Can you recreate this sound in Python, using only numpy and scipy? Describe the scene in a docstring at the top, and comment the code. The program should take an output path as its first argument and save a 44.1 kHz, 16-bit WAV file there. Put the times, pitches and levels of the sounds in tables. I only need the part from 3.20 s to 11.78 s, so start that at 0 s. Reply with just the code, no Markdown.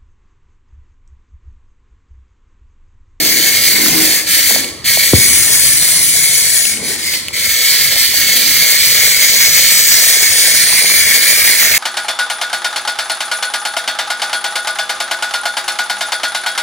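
"""A living room with a tiled floor: a battery toy beetle walks, a hand-held microphone close behind.
Its plastic gear train rattles inside the hollow shell and swells with every step; now and then the
motor slackens and picks up again. Feet patter on the tiles, the linkage clicks, and the hand rubs
and bumps the microphone. Low rumble and a faint hum lie underneath; short echoes widen the sound."""
import sys
import numpy as np
from scipy import signal
from scipy.fft import rfft, irfft, next_fast_len
from scipy.io import wavfile

SR = 44100
rng = np.random.default_rng(int(sys.argv[2]) if len(sys.argv) > 2 else 0)


def generate_wav(signal):
    """Clip the signal to [-1, 1] and save it as 16-bit WAV at the path in sys.argv[1]."""
    frames = np.transpose(np.atleast_2d(signal))
    scaled = np.clip(frames, -1, 1) * 32767
    pcm = np.round(scaled).astype(np.int16)
    wavfile.write(sys.argv[1], SR, pcm)


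N = 378378
TIME = np.arange(N) / SR
FFT_SIZE = next_fast_len(N + SR)
FREQ = np.maximum(np.arange(FFT_SIZE // 2 + 1) * SR / FFT_SIZE, 1)

# bursts of motor drive: on/s, off/s, effort/dB, spin-up/s
MOTOR_RUNS = [(-.3, .958, 0, .03), (1.06, 1.353, .5, .02), (1.643, 3.478, 0, .022),
              (3.612, 3.725, -4.5, .04), (3.755, 3.955, -3.5, .06), (4.129, 9, 0, .06)]
# stretches of even pace: start/s, first push of the legs/s, step/s
GAIT = [(0, .13, .1746), (1.05, 1.12, .172), (1.6, 1.69, .1672), (3.6, 3.69, .22), (4.1, 4.299, .1724)]
# gearbox tone, before each register is levelled: f/Hz, level/dB
GEARBOX_COLOUR = [(150, -31), (450, -31), (625, -20), (800, -33.5), (1300, -21), (2700, -15), (3200, -7),
                  (5200, -8.5), (6500, -7), (8300, -9), (10400, -7.5), (12000, -5), (13500, -6.5),
                  (16000, -7)]
# shell resonances on top of it: f/Hz, width/Hz, boost/dB
SHELL_MODES = [(1770, 480, 10), (2193, 503, 15), (4547, 980, 8.5)]
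# registers of the rattle, low to high: level/dB, step swell/dB, dB per dB of effort
RATTLE_REGISTERS = [(-18.5, 1, 1.01), (-15, 0.3, 1), (-17.5, .8, 1.17), (-18, 1.34, 1.38),
                    (-13.5, 1.45, 1.74)]
# crossovers between them: f/Hz
CROSSOVERS = [2700, 5500, 8500, 11500]
# the shell beams or shades the register that holds f: f/Hz, heading/deg, half width/deg, gain/dB
SHELL_BEAMS = [(2000, 157, 40, 3), (2000, 35.5, 15, -0.2), (2000, -115, 18, -1.7), (4000, 3, 49, 0.9),
               (4000, 150, 11, -1.5), (4000, -115, 22, -0.1), (7000, 80, 24, 4), (7000, -110, 28, 3),
               (10000, -112, 31, 7), (10000, 75, 24, -2.5), (10000, 146, 12, 1.5), (14000, 84, 14, 2.5),
               (14000, 113, 20, -2.5), (14000, 7, 41, -0.5), (14000, -120, 15, 1)]
# high, narrow modes of the housing: f/Hz, width/Hz
HOUSING_MODES = [(6300, 210), (9300, 1200)]
# which way the toy faces (0 head on, negative shows its left side, 180 walks away): t/s, heading/deg
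TOY_HEADING = [(0, -67), (1.88, -78), (2.08, -110), (3.45, -115), (4.3, -22), (4.8, 6), (5.5, 43),
               (6.3, 69), (7.3, 106.5), (8.2, 146), (8.58, 159)]
# how close it is to the microphone: t/s, gain/dB
TOY_NEARNESS = [(0, -0.5), (.8, 0), (2.2, 0), (2.7, -1.9), (3.4, -2.5), (4.3, -1.1), (5.5, 0.86),
                (6.2, 1.3), (7.2, 0.7), (8.2, 1), (8.58, 1)]
# its place in the stereo image: t/s, left minus right/dB, aside/0-1
TOY_BEARING = [(0, 1.7, 0.04), (1.8, 1.8, 0), (2.1, 3, 1), (3.9, 3, 1), (4.4, 1.3, 0.16), (5.35, 1, 0),
               (5.6, 1.2, 0.9), (6.7, 2.2, 1), (8.58, -0.5, 0.74)]
# the hand rubs the microphone's case: centre t/s, level/dB, half length/s
HAND_RUBS = [(0, -27, 0.29), (0.734, -22, 0.16), (1.41, -29.5, 0.11), (2.096, -36.5, .25),
             (3.647, -30, 0.1), (5.18, -35, 0.14)]
# tone of the rubbing: f/Hz, relative level/dB
RUB_TONE = [(40, -35), (120, -12), (220, 1), (320, -1.5), (430, -2), (650, -10), (1200, -19.5), (3000, -58)]
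# the hand sways and the rumble swells: centre t/s, level/dB, half length/s
HAND_SWAYS = [(1, -42, 1), (2.297, -40, 0.23), (2.85, -38, 0.27), (3.848, -49, 0.14), (4.8, -43, .12),
              (5.8, -44, .12), (7.9, -46, 0.091)]
# tone of the rumble: f/Hz, relative level/dB
RUMBLE_TONE = [(20, -34), (40, -29), (60, -4), (82, 2), (105, -4.5), (150, -2), (300, -16), (600, -20),
               (1200, -13.5), (4000, -52), (16000, -49)]
# envelope of the hum: t/s, level/dB
HUM_LEVEL = [(0, -28), (.45, -37.5), (.8, -23), (1.15, -49), (1.9, -50), (2.3, -38.5), (3.4, -52)]
# dull knocks and the loudest foot taps on the tiles: t/s, level/dB, first f/Hz, last f/Hz
KNOCK_HITS = [(0.661, -10, 1700, 450), (1.191, -16.5, 800, 300), (1.308, -13.5, 1090, 210),
              (1.361, -12.5, 950, 180), (1.773, -11.5, 875, 310), (1.934, 7, 576, 76),
              (1.983, -8, 180, 117), (4.106, -26, 1300, 210), (4.726, -16, 790, 300),
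              (4.762, -16, 880, 390), (4.941, -15, 880, 350), (7.528, -15, 1200, 480),
              (7.644, -13, 900, 398), (7.698, -12, 1400, 600), (8.429, -9, 1600, 700)]
# the linkage snaps over: t/s, gain/dB, treble lost to a soft contact/dB per octave
LINKAGE_SNAPS = [(1.4446, -9, 0), (1.6616, -8, 2), (3.4535, -1, 9), (3.5725, -11, 0), (3.9389, -4, 9),
                 (4.0840, -5, 0)]
# its modes: f/Hz, level/dB, t60/s
LINKAGE_MODES = [(2650, -7, .011), (2950, -7, .012), (3300, -9, .011), (4100, -19, .02), (6900, -10, .006),
                 (9300, -6, .006), (12500, -10, .004)]
# stereo tilt: f/Hz, left minus right/dB
STEREO_BALANCE = [(80, -1), (350, 1.5), (1000, -1.5), (2100, 1), (3000, -2.5), (4400, -5.5), (5600, -2),
                  (7500, 1.5), (9300, -0.5), (11200, -1.5), (13500, -1.5)]
# how alike the two channels sound; the highest treble is nearly mono: f/Hz, likeness/0-1
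LEFT_RIGHT_LIKENESS = [(60, 0.81), (400, 0.72), (1000, 0.57), (2200, 0.72), (3000, 0.78), (4500, 0.84),
                       (6200, 0.67), (8000, 0.083), (9500, 0.36), (11500, 1), (12800, 0.82), (14000, 0.93)]
# phase lag of the right microphone port: f/Hz, toy ahead/rad, toy aside/rad
RIGHT_PORT_LAG = [(100, 0, 0), (2700, .1, .2), (3900, .9, 1.6), (4700, 2.2, 3.1), (5200, 3.3, 5),
                  (5900, 5.9, 6.1), (7000, 6.5, 5.7), (8000, 5.2, 5.2), (9400, 6.6, 6.4), (10500, 9.3, 7.3),
                  (11300, 8.6, 9.1), (12200, 7.9, 9.3), (13000, 7.4, 7.4), (13800, 6.3, 6.3)]


def from_db(db):
    """Decibels to gain."""
    return 10 ** (np.asarray(db) / 20)


def rms_one(x):
    """Scale to rms 1."""
    return x / np.sqrt(np.mean(x ** 2) + 1e-20)


def in_time(rows):
    """Each column of an automation curve, at every sample."""
    times, *columns = np.transpose(rows)
    return [np.interp(TIME, times, column) for column in columns]


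def over_hz(points):
    """A curve over frequency, joined on a log axis."""
    hz, value = np.transpose(points)
    return np.interp(np.log(FREQ), np.log(hz), value)


def bell(x, centre, half_width):
    """A smooth hump of height 1."""
    return np.exp(-((x - centre) / half_width) ** 2)


def resonance(hz, width):
    """A peak of height 1 over frequency."""
    return (1 + (2 * (FREQ - hz) / width) ** 2) ** -1.5


def swells(rest_db, rows):
    """A resting gain with smooth swells on top."""
    return from_db(rest_db) + sum(from_db(db) * bell(TIME, s, half_s) for s, db, half_s in rows)


def drift(per_s):
    """Random modulation, rms 1."""
    knots = rng.standard_normal(int(N / SR * per_s) + 3)
    return rms_one(np.interp(TIME * per_s, np.arange(len(knots)), knots))


def coloured(x, gain):
    """Filter by a gain for each frequency."""
    return irfft(rfft(x, FFT_SIZE) * gain, FFT_SIZE)[..., :N]


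def noise(colour):
    """Noise of a given colour, rms 1."""
    return rms_one(coloured(rng.standard_normal(N), from_db(over_hz(colour))))


def motor_effort(kick=.25, coast_db_per_s=110, creep_db=-26.5):
    """Effort in dB: each run starts with a kick, spins up, holds, then coasts down to a creep."""
    effort = np.zeros(N)
    for on, off, db, spin_up_s in MOTOR_RUNS:
        rise = 1 - (1 - kick) * np.exp(-np.maximum(TIME - on, 0) / spin_up_s)
        coast = from_db(db - coast_db_per_s * np.maximum(TIME - off, 0))
        effort = np.maximum(effort, (TIME >= on) * rise * coast)
    return 20 * np.log10(effort + from_db(creep_db))


def leg_load():
    """The walking rhythm: 1 at each push of the legs, -1 between."""
    load = np.zeros(N)
    for start, first_push, step_s in GAIT:
        load = np.where(TIME >= start, np.cos(2 * np.pi * (TIME - first_push) / step_s), load)
    return load


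def tooth_contacts(effort_db, load, motor_hz=122.8, teeth=5, sag=.012, wobble=.012, worn_share=.11):
    """Gritty contact force of the teeth, pulsing with the mesh, the shaft and a slower wheel; rms 1."""
    shaft_hz = motor_hz * np.exp(sag * np.minimum(effort_db, 0) + wobble * (drift(7) - .5 * load))
    turns = np.cumsum(shaft_hz) / SR
    wheel = turns / 3
    # the same worn flanks come round on every turn of the wheel
    flanks = rng.standard_normal(1024)
    worn = flanks[(wheel % 1 * len(flanks)).astype(int)]
    grit = np.sqrt(worn_share) * worn + np.sqrt(1 - worn_share) * rng.standard_normal(N)
    # each tooth strikes sharply and slides off; backlash makes it early or late
    strike = 1 - 2 * ((teeth * turns + .15 * drift(200)) % 1)
    pulsing_db = 2.5 * strike + .94 * np.cos(2 * np.pi * turns) + .5 * np.cos(2 * np.pi * wheel)
    flutter_db, grain_db = drift(60), 1.5 * drift(1800)
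    return rms_one(grit * from_db(pulsing_db + flutter_db + grain_db))


def gearbox(effort_db, load, heading):
    """Teeth rattle through the shell; effort and each push brighten them, turning shifts the colour."""
    shell_db = sum(db * resonance(hz, width) for hz, width, db in SHELL_MODES)
    colour = from_db(over_hz(GEARBOX_COLOUR) + shell_db)
    spectrum = rfft(tooth_contacts(effort_db, load), FFT_SIZE) * colour
    register, out = np.searchsorted(CROSSOVERS, FREQ), 0
    for k, (level_db, step_db, follows) in enumerate(RATTLE_REGISTERS):
        band = rms_one(irfft(spectrum * (register == k), FFT_SIZE)[:N])
        beam_db = sum(db * bell(heading, towards, width) for hz, towards, width, db in SHELL_BEAMS
                      if np.searchsorted(CROSSOVERS, hz) == k)
        out = out + band * from_db(level_db + follows * effort_db + step_db * load + beam_db)
    return out


def falling_knock(first_hz, last_hz, t60, fall_s=.004):
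    """A blow on a plate: high bending waves arrive first, so the pitch drops."""
    t = np.arange(SR // 5) / SR
    hz = last_hz + (first_hz - last_hz) * np.exp(-t / fall_s)
    return np.sin(2 * np.pi * np.cumsum(hz) / SR) * from_db(-60 * t / t60)


def feet(effort_db, taps_per_s=85, level_db=-38, spread_db=3.5):
    """Thin legs patter at random on the tiles, louder while the motor pulls."""
    taps = rng.random(N) < taps_per_s / SR
    strength = from_db(spread_db * np.clip(rng.standard_normal(N), -2, 1.5))
    patter = signal.fftconvolve(taps * strength, falling_knock(780, 244, t60=.015, fall_s=.0026))[:N]
    return rms_one(patter) * from_db(level_db + .46 * effort_db)


def hand_rub(grip_db=-41):
    """The hand rubs the microphone's case, with a faint rustle between strokes."""
    return swells(grip_db, HAND_RUBS) * noise(RUB_TONE)


def rumble(rest_db=-39.5):
    """Low room rumble that swells as the hand sways."""
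    return swells(rest_db, HAND_SWAYS) * noise(RUMBLE_TONE)


def hum(hz=313.6):
    """A faint tone, wavering in pitch and level."""
    tone = np.sqrt(2) * np.sin(2 * np.pi * np.cumsum(hz + 2 * drift(7.5)) / SR)
    return tone * from_db(in_time(HUM_LEVEL)[0] + 2 * drift(8))


def knocks(ring_cycles=8.3):
    """Dull blows close to the microphone, and the loudest taps of the feet on the tiles; the lower ones ring
    longer."""
    out = np.zeros(N + SR)
    for s, db, first_hz, last_hz in KNOCK_HITS:
        blow = falling_knock(first_hz, last_hz, t60=ring_cycles / last_hz)
        at = round(s * SR)
        out[at:at + len(blow)] += from_db(db) * blow
    return out[:N]


def linkage():
    """Short plastic snaps as the load on the legs changes; soft contacts ring mainly the low modes."""
    t, out = np.arange(SR // 10) / SR, np.zeros(N)
    lowest_hz = LINKAGE_MODES[0][0]
    for s, gain_db, softness in LINKAGE_SNAPS:
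        at = round(s * SR)
        for hz, db, t60 in LINKAGE_MODES:
            envelope_db = gain_db + db - softness * np.log2(hz / lowest_hz) - 60 * t / t60
            out[at:at + len(t)] += from_db(envelope_db) * np.cos(2 * np.pi * hz * t)
    return out


def housing_ring(effort_db, load, heading, level_db=-16, flank_deg=108, half_width_deg=33):
    """Two high modes of the housing, driven by the teeth and heard from the toy's right flank."""
    modes = sum(resonance(hz, width) for hz, width in HOUSING_MODES)
    ring = rms_one(coloured(tooth_contacts(effort_db, load), modes))
    return ring * from_db(level_db + effort_db) * bell(heading, flank_deg, half_width_deg)


def room_echoes(spectrum, patterns=8, changes_per_s=9, room_t60=.53, early_db=12, early_t60=.047):
    """Echoes off floor, furniture and walls; as toy and hand move, the patterns of paths crossfade."""
    t = np.arange(SR // 2) / SR
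    decay = from_db(-60 * t / room_t60) + from_db(early_db - 60 * t / early_t60)
    out, power = 0, 0
    for _ in range(patterns):
        paths = rng.standard_normal((2, len(t))) * decay / np.sqrt(np.sum(decay ** 2))
        weight = np.array([drift(changes_per_s), drift(changes_per_s)])
        out = out + weight * irfft(spectrum * rfft(paths, FFT_SIZE), FFT_SIZE)[:, :N]
        power = power + weight ** 2
    return out / np.sqrt(power)


def microphone_ports(spectrum, aside):
    """The sound both channels share lags at the right port, depending on the toy's bearing."""
    left, right = spectrum
    lag_ahead = over_hz([(hz, lag) for hz, lag, _ in RIGHT_PORT_LAG])
    lag_aside = over_hz([(hz, lag) for hz, _, lag in RIGHT_PORT_LAG])
    from_ahead = irfft(right * np.exp(-1j * lag_ahead), FFT_SIZE)[:N]
    from_aside = irfft(right * np.exp(-1j * lag_aside), FFT_SIZE)[:N]
    return np.array([irfft(left, FFT_SIZE)[:N], (1 - aside) * from_ahead + aside * from_aside])


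def in_room(x, near_db):
    """A part alike in both channels plus wide echoes, panned with the toy; wetter with distance."""
    pan_db, aside = in_time(TOY_BEARING)
    sides = np.array([[.5], [-.5]])
    spectrum = rfft(x, FFT_SIZE) * from_db(over_hz(STEREO_BALANCE) * sides)
    likeness = np.clip(over_hz(LEFT_RIGHT_LIKENESS), 0, 1)
    alike = microphone_ports(spectrum * np.sqrt(likeness), aside)
    echoes = room_echoes(spectrum * np.sqrt(1 - likeness))
    wet_db = .8 - 1.1 * near_db
    return (alike * from_db(-.5 * wet_db) + echoes * from_db(.5 * wet_db)) * from_db(pan_db * sides)


def scene(knock_send=.59, snap_send=.5):
    """The toy and its surroundings in stereo; part of each knock and snap stays dry and centred."""
    effort_db, load = motor_effort(), leg_load()
    near_db, heading = in_time(TOY_NEARNESS)[0], in_time(TOY_HEADING)[0]
    toy = gearbox(effort_db, load, heading) + housing_ring(effort_db, load, heading) + feet(effort_db)
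    bed = hand_rub() + rumble() + hum()
    blows, snaps = knocks(), linkage()
    room_bus = from_db(near_db) * toy + bed + knock_send * blows + snap_send * snaps
    return in_room(room_bus, near_db) + (1 - knock_send) * blows + (1 - snap_send) * snaps


def record(dry, cutoff_hz=15800):
    """The loudest peaks clip; a steep low-pass cuts the top."""
    low_pass = signal.ellip(12, .1, 70, cutoff_hz, fs=SR, output="sos")
    return signal.sosfilt(low_pass, np.clip(dry, -1, 1))


dry = scene()
out = record(dry)
generate_wav(out)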